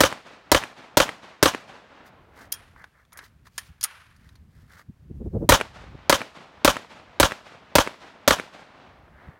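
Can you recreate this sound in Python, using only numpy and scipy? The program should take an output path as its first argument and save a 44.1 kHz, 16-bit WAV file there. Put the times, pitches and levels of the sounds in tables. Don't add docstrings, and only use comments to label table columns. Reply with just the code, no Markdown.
import sys
import numpy as np
from scipy import signal
from scipy.fft import rfft, irfft, next_fast_len
from scipy.io import wavfile

SR = 44100
rng = np.random.default_rng(int(sys.argv[2]) if len(sys.argv) > 2 else 0)


def materialize(psi):
    bounded = np.clip(np.atleast_2d(psi).T, -1, 1)
    quanta = np.round(bounded * 32767).astype(np.int16)
    wavfile.write(sys.argv[1], SR, quanta)


N = 414099
TIME = np.arange(N) / SR

# (frequency [Hz], relative density [dB per Hz])
CRACK_SPECTRUM = [(80, -15), (250, -0.5), (700, 2.5), (1500, 0.5), (2400, -6), (4000, -3.5), (7000, -8.5),
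                  (10000, -13.5), (16000, -16.5)]


def from_db(db):
    return 10 ** (np.asarray(db) / 20)


def noise(spectrum, size, tilt_db=0):
    hz, db = np.transpose(spectrum)
    length = next_fast_len(max(size, 8192))
    octave = np.log2(np.maximum(np.arange(length // 2 + 1) * SR / length, 1))
    level_db = np.interp(octave, np.log2(hz), db)
    level_db = level_db + tilt_db * np.maximum(octave - 10, 0)
    gain = from_db(level_db)
    gain *= 1 - np.exp(-(2 ** octave / 20) ** 2)
    shaped = irfft(rfft(rng.standard_normal(length)) * gain, length)
    return shaped[:size] / np.sqrt(np.mean(gain ** 2))


def low_pass(x, hz, order=2):
    return signal.sosfilt(signal.butter(order, min(hz, .45 * SR), fs=SR, output="sos"), x)


def resonate(x, hz, q):
    y = signal.lfilter(*signal.iirpeak(min(hz, .45 * SR), max(q, 1), fs=SR), x)
    return y * np.linalg.norm(x) / np.linalg.norm(y)


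def lumps(size, rate_hz, depth_db):
    settle = SR // 4
    slow = low_pass(rng.standard_normal(size + settle), rate_hz)[settle:]
    gain = from_db(depth_db * np.clip(slow / slow.std(), -2, 2))
    return gain / np.sqrt(np.mean(gain ** 2))


def burst(spectrum, t60, rise, tilt_db=0):
    t = TIME[:int(2 * t60 * SR) + 1]
    return noise(spectrum, len(t), tilt_db) * (1 - np.exp(-t / rise)) * from_db(-60 * t / t60)


def ring(modes, spread_db):
    t = TIME[:SR // 3]
    out = np.zeros(len(t))
    for k, (hz, db, t60) in enumerate(modes):
        envelope = from_db(db + rng.normal(0, spread_db) - 60 * t / t60)
        out += (-1) ** k * envelope * np.sin(2 * np.pi * hz * t)
    return out


def pressure_pulse(hz):
    phase = 2 * np.pi * hz * TIME[:SR // 10] - np.pi
    return -phase * np.exp((1 - phase ** 2) / 2)


def hump(t, s, half):
    return np.exp(-((t - s) / half) ** 2)


def swell(sound, s, half):
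    out = np.zeros(N)
    near = slice(max(int((s - 3 * half) * SR), 0), int((s + 3 * half) * SR))
    out[near] = sound[near] * hump(TIME[near], s, half)
    return out


def add(out, s, sound):
    start = int(round(s * SR))
    out[start:start + len(sound)] += sound[:max(len(out) - start, 0)]


def open_air():
    # (frequency [Hz], relative density [dB per Hz])
    air_spectrum = [(30, -14), (200, 2.5), (500, -2), (1700, -5.5), (3000, -12), (8000, -20), (16000, -22)]
    return from_db(-70.5) * noise(air_spectrum, N)


def wind_and_thump():
    # (frequency [Hz], relative density [dB per Hz])
    rumble_spectrum = [(20, -21.5), (40, -2.5), (70, 3), (150, -5), (260, -15), (500, -34), (1500, -62)]
    # (middle [s], half length [s], level [dB])
    gusts = [(2.45, 0.46, -56.5), (3.4, 0.3, -57), (4.35, 0.54, -51), (5.426, 0.29, -34.5),
             (5.85, .2, -37.5), (7.098, .9, -56.5), (9.049, 0.28, -54)]
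    # (middle [s], half length [s], rms level over one half length [dB])
    puffs = [(3.706, 0.014, -42), (4.90, .012, -35.5), (5.111, .009, -31), (5.217, 0.013, -30),
             (5.268, 0.015, -29), (5.36, 0.021, -22), (5.431, 0.02, -24), (5.951, 0.005, -28.5),
             (9.29, 0.012, -37.5)]
    calm_db = -66
    top_edge_hz, halving_db = 480, 16.5

    gust_strengths = [from_db(db) * hump(TIME, s, half) for s, half, db in gusts]
    strength = np.hypot(np.linalg.norm(gust_strengths, axis=0), from_db(calm_db))
    out = noise(rumble_spectrum, N) * strength * lumps(N, rate_hz=14, depth_db=2.5)
    eddies = noise([(20, -18), (70, -3), (300, -8.0), (1500, -10.5)], N)
    for s, half, db in puffs:
        lull_db = 20 * np.log10(strength.max() / strength[int(s * SR)])
        edge_hz = top_edge_hz / 2 ** (lull_db / halving_db)
        puff = swell(low_pass(eddies, edge_hz, order=4), s, half)
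        out += from_db(db) * puff * np.sqrt(half * SR / np.sum(puff ** 2))
    return out


def soft_swells():
    # (frequency [Hz], relative density [dB per Hz])
    scuff_spectrum = [(200, 4), (700, 17), (1500, -5.5), (2100, 1.5), (3000, -21), (8000, -26)]
    # (frequency [Hz], relative density [dB per Hz])
    hiss_spectrum = [(500, -5), (2000, -0.5), (4500, 2.5), (6500, -2), (8000, -5.5), (10000, -5.5),
                     (16000, -8)]
    # (middle [s], half length [s], relative scuff level [dB], hiss level [dB])
    swells = [(2.07, 0.02, -51.5, -55.5), (2.413, 0.052, -49, -58.5), (2.809, 0.046, -51, -69.5),
              (2.99, 0.048, -61, -74), (3.187, 0.045, -50, -71), (3.247, .028, -54.5, -55.5),
              (3.469, 0.015, -53.5, -58.5), (3.615, 0.071, -68, -58.5), (4.25, 0.094, -64, -69),
              (4.6, .08, -67, -69.5), (4.73, .035, -55, -61), (4.794, 0.026, -50.5, -57.5),
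              (9.257, 0.13, -55.5, -78)]
    scuff_hz = 1580

    scuff = noise(scuff_spectrum, N) * lumps(N, rate_hz=110, depth_db=3.0)
    hiss = noise(hiss_spectrum, N) * lumps(N, rate_hz=78, depth_db=3.0)
    resonant = resonate(resonate(scuff, scuff_hz, q=2.2), scuff_hz, q=2.2)
    pitched = resonant + from_db(-7) * scuff
    out = np.zeros(N)
    for s, half, scuff_db, hiss_db in swells:
        out += swell(from_db(scuff_db - 0.5) * pitched + from_db(hiss_db) * hiss, s, half)
    return out


def field_echo(x, t60, echo_db):
    # (frequency [Hz], relative density [dB per Hz])
    field_spectrum = [(200, -26.5), (700, -8.5), (1400, 2.5), (2600, -4), (4000, -10.5), (8000, -22.5),
                      (9700, -17), (16000, -33.5)]
    keep = from_db(-120 / (t60 * SR))
    energy = signal.lfilter([1 - keep], [1, -keep], x ** 2 + 1e-18)
    wash = noise(field_spectrum, N) * lumps(N, rate_hz=35, depth_db=1.6)
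    return from_db(echo_db) * np.sqrt(energy) * wash


def reload():
    # (frequency [Hz], relative density [dB per Hz])
    steel_spectrum = [(150, -12.5), (500, -14), (1100, 5), (2000, 4.5), (3000, 3), (5000, 7.5), (6800, 5),
                      (7700, -4), (9600, 5), (13000, -1.5), (16000, -9)]
    # (time [s], relative level [dB], t60 [s], treble tilt [dB per octave],
    # pitch of the struck part [Hz])
    clacks = [(2.5198, -26.5, 0.042, 4, 4860), (2.5231, -12, .016, 6.5, 13400),
              (2.5384, -33, 0.053, 7, 5500), (2.761, -42, .024, -17, 1100),
              (2.8414, -35, 0.027, -9.5, 1490), (3.051, -56, .02, -5, 3500), (3.1217, -44, .05, -8, 1300),
              (3.13, -39, .024, 11, 2200), (3.1728, -38, .05, 7, 2040), (3.1894, -35.5, 0.045, -6, 1770),
              (3.468, -45, .04, -6, 1020), (3.5795, -20.5, .036, -0.5, 1820),
              (3.588, -38.5, 0.071, 1.5, 3110), (3.81, -31, .05, 2, 4925), (3.829, -25, .08, 1, 6780),
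              (3.8387, -8, .046, 5.5, 9620), (3.8433, -19.5, .055, -6, 1250), (4.164, -55, 0.041, 3, 4470),
              (4.29, -47, .03, -4, 3970), (4.354, -50, 0.048, -4, 4240)]
    # (frequency [Hz], relative level [dB], t60 [s])
    gun_modes = [(3250, -21, 0.13), (5060, -14, 0.033), (5980, -12.5, .035), (6700, -17.5, 0.068),
                 (8970, -11.5, 0.061), (9650, -22.5, 0.18), (10300, -21, .05), (12950, -12, .035),
                 (14660, -23.5, .04)]

    out = np.zeros(N)
    for s, db, t60, tilt_db, hz in clacks:
        knock = burst(steel_spectrum, t60, rise=0.00013, tilt_db=tilt_db)
        knock = knock * lumps(len(knock), rate_hz=620, depth_db=2.5)
        add(out, s, from_db(db - 2.5) * knock + from_db(db - 9) * resonate(knock, hz, q=17))
        ring_db = db - 7 + 1.5 * min(tilt_db, 1)
        add(out, s, from_db(ring_db) * ring(gun_modes, spread_db=3.0))
    return out + field_echo(out, t60=0.75, echo_db=-17.5)


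def far_roll(air_loss_db=4.5):
    # (frequency [Hz], relative density [dB per Hz])
    country_spectrum = [(60, -9), (200, 1.5), (400, -0.5), (650, 3.5), (1200, 2), (2400, -2), (4000, -5.5),
                        (8000, -14.5), (16000, -26.5)]
    # (delay after the shot [s], relative level [dB], rise [s], t60 [s])
    far_banks = [(.098, -24, .045, 0.45), (.27, -33.5, 0.021, 0.38), (.33, -37.5, 0.031, 0.56),
                 (.56, -42.5, 0.18, 1.4), (.99, -46.5, .1, 1.4)]

    t = TIME[:2 * SR]
    hz, s, frames = signal.stft(noise(country_spectrum, len(t)), SR, nperseg=256)
    absorption = from_db(-air_loss_db * np.outer(hz / 1000, s))
    dulled = signal.istft(frames * absorption, SR)[1][:len(t)]
    body = low_pass(dulled, 1500, order=1)
    clumps = lumps(len(t), rate_hz=70, depth_db=3)
    returns = []
    for delay, db, rise, t60 in far_banks:
        decay = from_db(-60 * (t - delay) / t60)
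        returns.append(from_db(db) * np.where(t < delay, hump(t, delay, rise), decay))
    return (body * clumps + dulled - body) * np.linalg.norm(returns, axis=0)


def wall_slap():
    # (frequency [Hz], relative density [dB per Hz])
    wall_spectrum = [(60, -36), (250, 10), (700, 0.5), (1200, 0.5), (2400, 0.5), (4500, -16.5),
                     (10000, -19.5), (16000, -40)]
    out = from_db(-10.0) * burst(wall_spectrum, t60=0.022, rise=0.00057)
    add(out, .0002, from_db(-4.5) * pressure_pulse(hz=1380))
    add(out, .001, from_db(-18.5) * pressure_pulse(hz=350))
    return out


def terrain():
    # (frequency [Hz], relative density [dB per Hz])
    berm_spectrum = [(35, -24.5), (85, -8), (190, -10.5), (260, 2), (400, -11.5), (570, 8), (720, -8.5),
                     (1100, 1), (1600, -4), (2100, -14), (3100, -9), (4800, -19.5), (6300, -19),
                     (16000, -34)]
    # (frequency [Hz], relative density [dB per Hz])
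    scatter_spectrum = [(60, -3.5), (200, -4), (400, -11), (570, 6), (730, -0.5), (1100, 4.5), (1600, -1.5),
                        (2100, -10.5), (3100, -1), (4800, -12), (6200, -6), (8000, -15.5), (9500, -16),
                        (16000, -25.5)]

    out = np.zeros(SR // 3)
    add(out, 0, from_db(10.5) * pressure_pulse(hz=2260))
    bright = resonate(burst(CRACK_SPECTRUM, t60=0.018, rise=.0002), 1650, q=2.0)
    add(out, 0, from_db(13) * bright)
    add(out, .0005, from_db(13.5) * burst(berm_spectrum, t60=0.034, rise=0.00087))
    scatter = burst(scatter_spectrum, t60=0.1, rise=0.0041)
    add(out, .012, from_db(2.0) * scatter * lumps(len(scatter), rate_hz=540, depth_db=3.5))
    return out


def blast(length=.0105):
    # (frequency [Hz], relative level [dB], t60 before the collapse shortens it [s])
    blast_modes = [(142, -13, 0.096), (285, -3, 0.072), (395, -1.5, 0.028), (586.7, -0.5, 0.099),
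                   (957, -5.5, 0.13)]
    crack = burst(CRACK_SPECTRUM, t60=0.065, rise=0.00023)
    tones = ring(blast_modes, spread_db=1.5)[:len(crack)]
    collapse = np.exp(-(TIME[:len(crack)] / length) ** 3)
    return (from_db(14.5) * tones + from_db(15.0) * crack) * collapse


def pistol(sameness=.6):
    # (time [s], relative level [dB], relative level of the low thump [dB])
    shots = [(.0055, -1.5, -1), (0.5167, -1.5, 4), (0.971, -1, -4), (1.427, -1, -5.5), (5.491, 5, 13.5),
             (6.0957, -2.5, -8.5), (6.647, -1, -0.5), (7.1995, -1, 7), (7.7536, -1, 3.5),
             (8.2772, -1.5, -1.5)]
    wall_delays = (.1105, .1203)
    berm_delay = .0302
    berm_db, wall_db = -1, 1.5

    out, fixed_paths = np.zeros(N), terrain()
    share = np.clip(sameness, 0, 1)
    for s, db, thump_db in shots:
        add(out, s, from_db(db) * blast())
        sizzle = burst(CRACK_SPECTRUM, t60=0.13, rise=0.0027)
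        add(out, s + 0.0073, from_db(db - 2.5) * sizzle)
        thump_gain = from_db(thump_db - 11.5)
        add(out, s + 0.0076, thump_gain * pressure_pulse(hz=59))
        echo = np.sqrt(share) * fixed_paths + np.sqrt(1 - share) * terrain()
        add(out, s + berm_delay, from_db(db + berm_db) * echo)
        add(out, s + berm_delay + 0.0033, thump_gain * pressure_pulse(hz=61))
        add(out, s + wall_delays[0], from_db(db + wall_db - 7.5) * wall_slap())
        add(out, s + wall_delays[1], from_db(db + wall_db) * wall_slap())
        add(out, s, far_roll())
    return out


def scene():
    return (open_air() + wind_and_thump() + soft_swells() + reload() + pistol())[None]


def record(dry, overload_db=6.0, ceiling_db=-6.5, release_db_per_s=16.0):
    top = from_db(overload_db)
    clipped = dry / (1 + (dry / top) ** 4) ** (1 / 4)
    excess_db = np.maximum(20 * np.log10(np.abs(clipped) + 1e-9) - ceiling_db, 0)
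    recovery_db = release_db_per_s * TIME
    duck_db = np.maximum.accumulate(excess_db + recovery_db, axis=-1) - recovery_db
    ducked = clipped * from_db(-duck_db)
    thinned = signal.sosfilt(signal.butter(2, 35, "high", fs=SR, output="sos"), ducked)
    return signal.sosfilt(signal.ellip(10, .1, 80, 15900, fs=SR, output="sos"), thinned)


dry = scene()
out = record(dry)
materialize(out)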